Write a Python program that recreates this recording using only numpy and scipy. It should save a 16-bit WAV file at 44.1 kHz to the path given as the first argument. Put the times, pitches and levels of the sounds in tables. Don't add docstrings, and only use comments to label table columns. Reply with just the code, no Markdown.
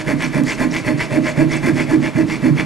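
import sys
import numpy as np
from scipy import signal
from scipy.fft import rfft, irfft, next_fast_len
from scipy.io import wavfile

SR = 44100
rng = np.random.default_rng(int(sys.argv[2]) if len(sys.argv) > 2 else 0)


def to_wav(s):
    ch = np.atleast_2d(s).T
    pcm = np.round(np.clip(ch, -1, 1) * 32767)
    wavfile.write(sys.argv[1], SR, pcm.astype(np.int16))


N = 116865

# frequency in Hz, width in Hz, lift in dB.
STEEL_MODES = [(860, 41, 11.5), (965, 31, 13), (1050, 20, 14), (1540, 120, 2), (1692, 83, 9.5),
               (2130, 43, -6), (1990, 94, 11), (2188, 57, 6.5), (2349, 81, 8), (2654, 18, 10),
               (3488, 53, 13), (4395, 75, 10.5)]
# frequency in Hz, width in Hz, level in dB.
BOX_MODES = [(538.5, 30, -11), (606.4, 21.1, -2.5), (689, 23, -23.5)]


def amp(db):
    return 10 ** (np.asarray(db) / 20)


def unit(x):
    return x / np.sqrt(np.mean(x ** 2) + 1e-20)


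def read(points, hz):
    f, value = np.transpose(points)
    return np.interp(np.log(hz + 1), np.log(f + 1), value)


def add(mix, s, sound):
    at = round(s * SR)
    sound = sound[max(-at, 0):]
    part = mix[max(at, 0):][:len(sound)]
    part += sound[:len(part)]


def wander(hz):
    f = np.fft.rfftfreq(N, 1 / SR)
    smooth = rfft(rng.standard_normal(N)) * np.exp(-(f / hz) ** 2)
    return unit(irfft(smooth, N))


def colour(x, spectrum, peaks=(), size=8192):
    f = np.fft.rfftfreq(size, 1 / SR)
    lift = 1 + sum((amp(db) ** 2 - 1) / (1 + (2 * (f - hz) / width) ** 2) for hz, width, db in peaks)
    log_gain = np.log(amp(read(spectrum, f)) * np.sqrt(np.maximum(lift, 1e-2)))
    both_sides = np.r_[log_gain, log_gain[-2:0:-1]]
    minimum_phase = np.exp(np.conj(signal.hilbert(both_sides)))
    ring = np.fft.ifft(minimum_phase).real[:size // 2]
    return signal.oaconvolve(x, ring / np.linalg.norm(ring))[:N]


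def motion(strokes, wall_power, rasp_power):
    rate, on_wall, on_box, rub = np.zeros((4, N))
    for middle, length, top_hz, wall_db, box_db, rasp_db in strokes:
        speed = np.sin(np.pi * np.arange(int(length * SR)) / (length * SR))
        start = middle - length / 2
        add(rate, start, top_hz * speed)
        add(on_wall, start, amp(wall_db) * speed ** wall_power)
        add(on_box, start, amp(box_db) * speed)
        add(rub, start, amp(rasp_db) * speed ** rasp_power)
    return rate, on_wall, on_box, rub


def teeth(rate, jitter, uneven_db, bite, grit_db, smear):
    turns = np.cumsum(rate * np.exp(jitter * wander(150))) / SR
    size = amp(uneven_db * np.tanh(wander(400)))
    burst = np.exp(-(turns % 1) / bite) / np.sqrt(bite / 2)
    bumps = sum(np.sin(2 * np.pi * k * turns) / k for k in range(1, 5))
    grains = unit(rng.standard_normal(N) * amp(grit_db * np.tanh(wander(4500))))
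    moving = np.minimum(rate / 20, 1)
    return size * bumps, unit(size * (burst + smear) * grains * moving)


def cutting(box_db=-11, box_rough=0.69):
    # middle in seconds, length in seconds, top tooth rate in Hz, wall level in dB,
    # box level in dB, rasp level in dB, lag of the wall's drone in seconds.
    cuts = [(.100, .120, 310, -1, 0, 1, .010), (.368, .120, 295, -1, 0, 1, .022),
            (.622, .125, 325, -1, 2, 2, .016), (.884, .120, 305, -1, -1, 1, .020),
            (1.147, .125, 320, 0, 3, 0, .018), (1.405, .125, 325, 1, 4, -1, .012),
            (1.670, .130, 340, 0, 2, 2, .013), (1.923, .125, 335, 1, -1, -1, .016),
            (2.189, .125, 330, 2, -3, -2, .008), (2.459, .130, 305, 1, -4, -2, .008)]
    # frequency in Hz, relative level in dB per Hz.
    rasp_colour = [(150, 13), (400, 17.5), (750, -0.5), (1300, 4), (1700, 7), (2400, 6), (3000, -6),
                   (3800, -12), (4800, -5), (7500, -9), (10000, -11.5), (12000, -16)]
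    jitter, wall_rough = .05, .35
    wall_level_db, rasp_level_db = -11, -26

    strokes = [row[:-1] for row in cuts]
    rate, _, on_box, rub = motion(strokes, wall_power=1, rasp_power=1.68)
    bumps, grit = teeth(rate, jitter=jitter, uneven_db=4, bite=0.36, grit_db=0.0, smear=1.0)
    box_force = on_box * (bumps + box_rough * wander(870))
    box = amp(box_db) * shake(box_force, BOX_MODES)
    rasp = amp(rasp_level_db) * colour(rub * grit, rasp_colour, STEEL_MODES)

    late_strokes = [(s + lag, *row) for s, *row, lag in cuts]
    late_rate, on_wall, _, _ = motion(late_strokes, wall_power=0.47, rasp_power=1)
    turns = np.cumsum(late_rate * np.exp(jitter * wander(162.5))) / SR
    sway = np.sin(2 * np.pi * turns) + 0.28 * np.sin(4 * np.pi * turns)
    uneven = amp(5.6 * np.tanh(wander(80)))
    wall_force = on_wall * (sway * uneven + wall_rough * wander(330))
    return box + amp(wall_level_db) * drone(wall_force), rasp


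def returning(rough=0.99, box_db=-17):
    # middle in seconds, length in seconds, wall level in dB, box level in dB,
    # rasp level in dB, level of the skidding hiss in dB.
    returns = [(-0.015, 0.12, 0, 0, 0, 0), (0.238, 0.13, 0, 0, 1, 0), (0.503, 0.125, -1, -2, 1, 5),
               (0.762, 0.13, 1, 0, 0, 2), (1.02, 0.115, 0, 0, 2, 0), (1.277, 0.13, -2, 4, 0, -1),
               (1.54, 0.125, 0, 1, 1, 1), (1.798, 0.13, 2, 1, 0, 0), (2.056, 0.12, -1, 1, -1, -4),
               (2.326, 0.135, 0, -4, -3, 0), (2.596, 0.11, 1, -1, -1, -4)]
    # frequency in Hz, relative level in dB per Hz.
    rasp_colour = [(150, 9.5), (400, 6.5), (750, -4), (1300, 5), (1700, 6.5), (2200, 7), (3000, 3),
                   (3800, -10), (5500, -4), (7500, -16), (10000, -13.5), (12000, -18.5)]
    # frequency in Hz, relative level in dB per Hz.
    hiss_colour = [(1000, -55), (3200, -3.5), (4600, 4), (5700, 2.5), (8000, 0.5), (10000, -12.5),
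                   (12000, -3)]
    top_tooth_hz = 369.4
    wall_level_db, rasp_level_db, ring_level_db, hiss_level_db = -21.5, -26.5, -28, -40.5
    ring_middle_hz, ring_rise_hz_per_s = 2187, 5220

    strokes = [(s, length, top_tooth_hz, *levels) for s, length, *levels, _ in returns]
    rate, on_wall, on_box, rub = motion(strokes, wall_power=0.34, rasp_power=2.41)
    bumps, grit = teeth(rate, jitter=.25, uneven_db=4, bite=0.27, grit_db=4.5, smear=0.17)
    rasp = amp(rasp_level_db) * colour(rub * grit, rasp_colour, STEEL_MODES)

    skid, ring_hz = np.zeros((2, N))
    for middle, length, *_, hiss_db in returns:
        t = np.arange(int(length * SR)) / SR - length / 2
        add(skid, middle + t[0], amp(hiss_db) * abs(np.cos(np.pi * t / length)) ** 0.81)
        add(ring_hz, middle + t[0], ring_middle_hz + ring_rise_hz_per_s * t)
    phase = 2 * np.pi * np.cumsum(ring_hz) / SR
    unsteady_tone = wander(220) * np.cos(phase) + wander(150) * np.sin(phase)
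    ring = amp(ring_level_db) * rub * unsteady_tone
    hiss = amp(hiss_level_db) * colour(skid * screech(), hiss_colour)

    force = bumps + rough * wander(640)
    wall = amp(wall_level_db) * drone(on_wall * force)
    box = amp(box_db) * shake(on_box * force, BOX_MODES)
    return wall + box, rasp + ring + hiss


def screech(flare_db=6.0, count=14):
    t, out = np.arange(N) / SR, np.zeros(N)
    for hz in np.linspace(3300, 11000, count):
        flare = amp(flare_db * np.tanh(wander(76)))
        out += wander(500) * np.cos(2 * np.pi * hz * t) * flare
    return unit(out)


def drone(force):
    # frequency in Hz, width in Hz, level in dB.
    wall_modes = [(219, 16, -4.5), (254, 24, -6), (285, 26, -10), (318, 24, -4), (355, 30, -13),
                  (420, 40, -20)]
    # frequency in Hz, width in Hz, level in dB before the steady rise.
    stud_modes = [(122, 14, -16), (150, 14, 3.5), (172, 22, -6)]
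    wall_low_hz = 113
    stud_db_per_s, stud_even_s = 2.2, 1.0

    stiff = signal.butter(3, wall_low_hz, "high", fs=SR, output="sos")
    force = signal.sosfilt(stiff, force)
    stud_rise = amp(stud_db_per_s * (np.arange(N) / SR - stud_even_s))
    return shake(force, wall_modes) + shake(force, stud_modes) * stud_rise


def shake(force, modes):
    out = np.zeros(N)
    for hz, width, db in modes:
        r = np.exp(-np.pi * width / SR)
        pole = r * np.exp(2j * np.pi * hz / SR)
        out += 2 * amp(db) * signal.lfilter([1 - r], [1, -pole], force).real
    return out


def bursts(events, decay_s):
    level, t = np.zeros(N), np.arange(SR // 10) / SR
    for s, db in events:
        add(level, s, amp(db) * np.exp(-t / decay_s))
    return level * rng.standard_normal(N)


def snags():
    # start in seconds, level in dB.
    catches = [(.077, -3), (.231, -1), (.497, -2), (.759, 0), (.874, -1), (1.008, 2), (1.527, 1),
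               (1.793, 0), (2.046, -1), (2.583, 1)]
    # frequency in Hz, relative level in dB per Hz.
    chatter_colour = [(300, 8), (1200, -52), (1700, -25), (2100, 7.5), (2600, -10), (3300, 0), (4200, -46),
                      (12000, -81)]
    return amp(-22.5) * colour(bursts(catches, decay_s=.011), chatter_colour, STEEL_MODES)


def squeaks(waver=.06):
    # middle in seconds, centre pitch in Hz, relative level in dB.
    squeals = [(0.244, 5400, -3), (.515, 7800, -18), (.713, 5700, -2.5), (0.744, 6300, -8),
               (.778, 7800, -24), (1.288, 7160, -5), (1.521, 5400, -3.5), (1.57, 7800, -4)]
    level_db, width_s = -25.5, 0.0026
    t, out = np.arange(N) / SR, np.zeros(N)
    drifting_time = np.cumsum(1 + waver * wander(960)) / SR
    for s, hz, db in squeals:
        swell = np.exp(-((t - s) / width_s) ** 2)
        out += amp(level_db + db) * swell * np.sin(2 * np.pi * hz * drifting_time)
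    return out


def ticks():
    # start in seconds, relative level in dB.
    turnings = [(.436, 2), (1.745, -8)]
    return amp(-29) * bursts(turnings, decay_s=0.0018)


def room(x, wet_db):
    # frequency in Hz, time to fall by 60 dB in seconds.
    decay_times = [(100, 0.28), (300, 1), (1000, 0.2), (2500, 0.67), (6000, 0.47), (12000, 0.6)]
    count = SR // 2
    taps = rng.standard_normal((2, count)) * (rng.random((2, count)) < .1)
    taps[:, :SR // 250] = 0
    hz, t, z = signal.stft(taps, SR, nperseg=256)
    fade = amp(-60 * t / read(decay_times, hz)[:, None])
    tail = signal.istft(z * fade, SR)[1]
    tail /= np.linalg.norm(tail, axis=1, keepdims=True)
    apart = .35
    tail = tail[0] + np.array([[apart], [-apart]]) * tail[1]
    return x + amp(wet_db) * signal.fftconvolve(x[None], tail, axes=1)[:, :N]


def background(apart=0.13):
    # frequency in Hz, relative level in dB per Hz.
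    floor_colour = [(20, -33), (40, 17), (58, 13), (75, -42), (110, -65), (300, -6), (1000, 6), (4000, -10),
                    (12000, -22)]
    mid, side = (colour(rng.standard_normal(N), floor_colour) for _ in range(2))
    return amp(-38) * (mid + np.array([[apart], [-apart]]) * side)


def scene():
    cut_body, cut_rasp = cutting()
    back_body, back_rasp = returning()
    body = cut_body + back_body
    steel = cut_rasp + back_rasp + snags() + squeaks() + ticks()
    return room(body, wet_db=-5) + room(steel, wet_db=-9.5) + background()


def record(dry):
    # frequency in Hz, left over right in dB.
    lean = [(30, -2), (60, -4), (97, -3), (150, -7.5), (250, -8), (330, -7), (430, -1.5), (660, -.3),
            (1500, 0), (12000, 0)]
    # frequency in Hz, lead of the right in radians.
    lead = [(30, 1.46), (260, 0.92), (520, 0.92), (780, 0.49), (1300, 0.65), (2200, .3), (3500, .22),
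            (4500, 0.047), (12000, 0.04)]
    ceiling, edge_hz = .85, 12000

    size = next_fast_len(N + SR // 10)
    f = np.fft.rfftfreq(size, 1 / SR)
    half = np.array([[.5], [-.5]])
    ports = amp(half * read(lean, f)) * np.exp(-1j * half * read(lead, f))
    heard = irfft(rfft(dry, size) * ports, size)[:, :N]
    heard = heard / (1 + (heard / ceiling) ** 6) ** (1 / 6)
    band = signal.firwin(511, edge_hz, window=("kaiser", 9), fs=SR)
    return signal.oaconvolve(heard, band[None], "same")


dry = scene()
out = record(dry)
to_wav(out)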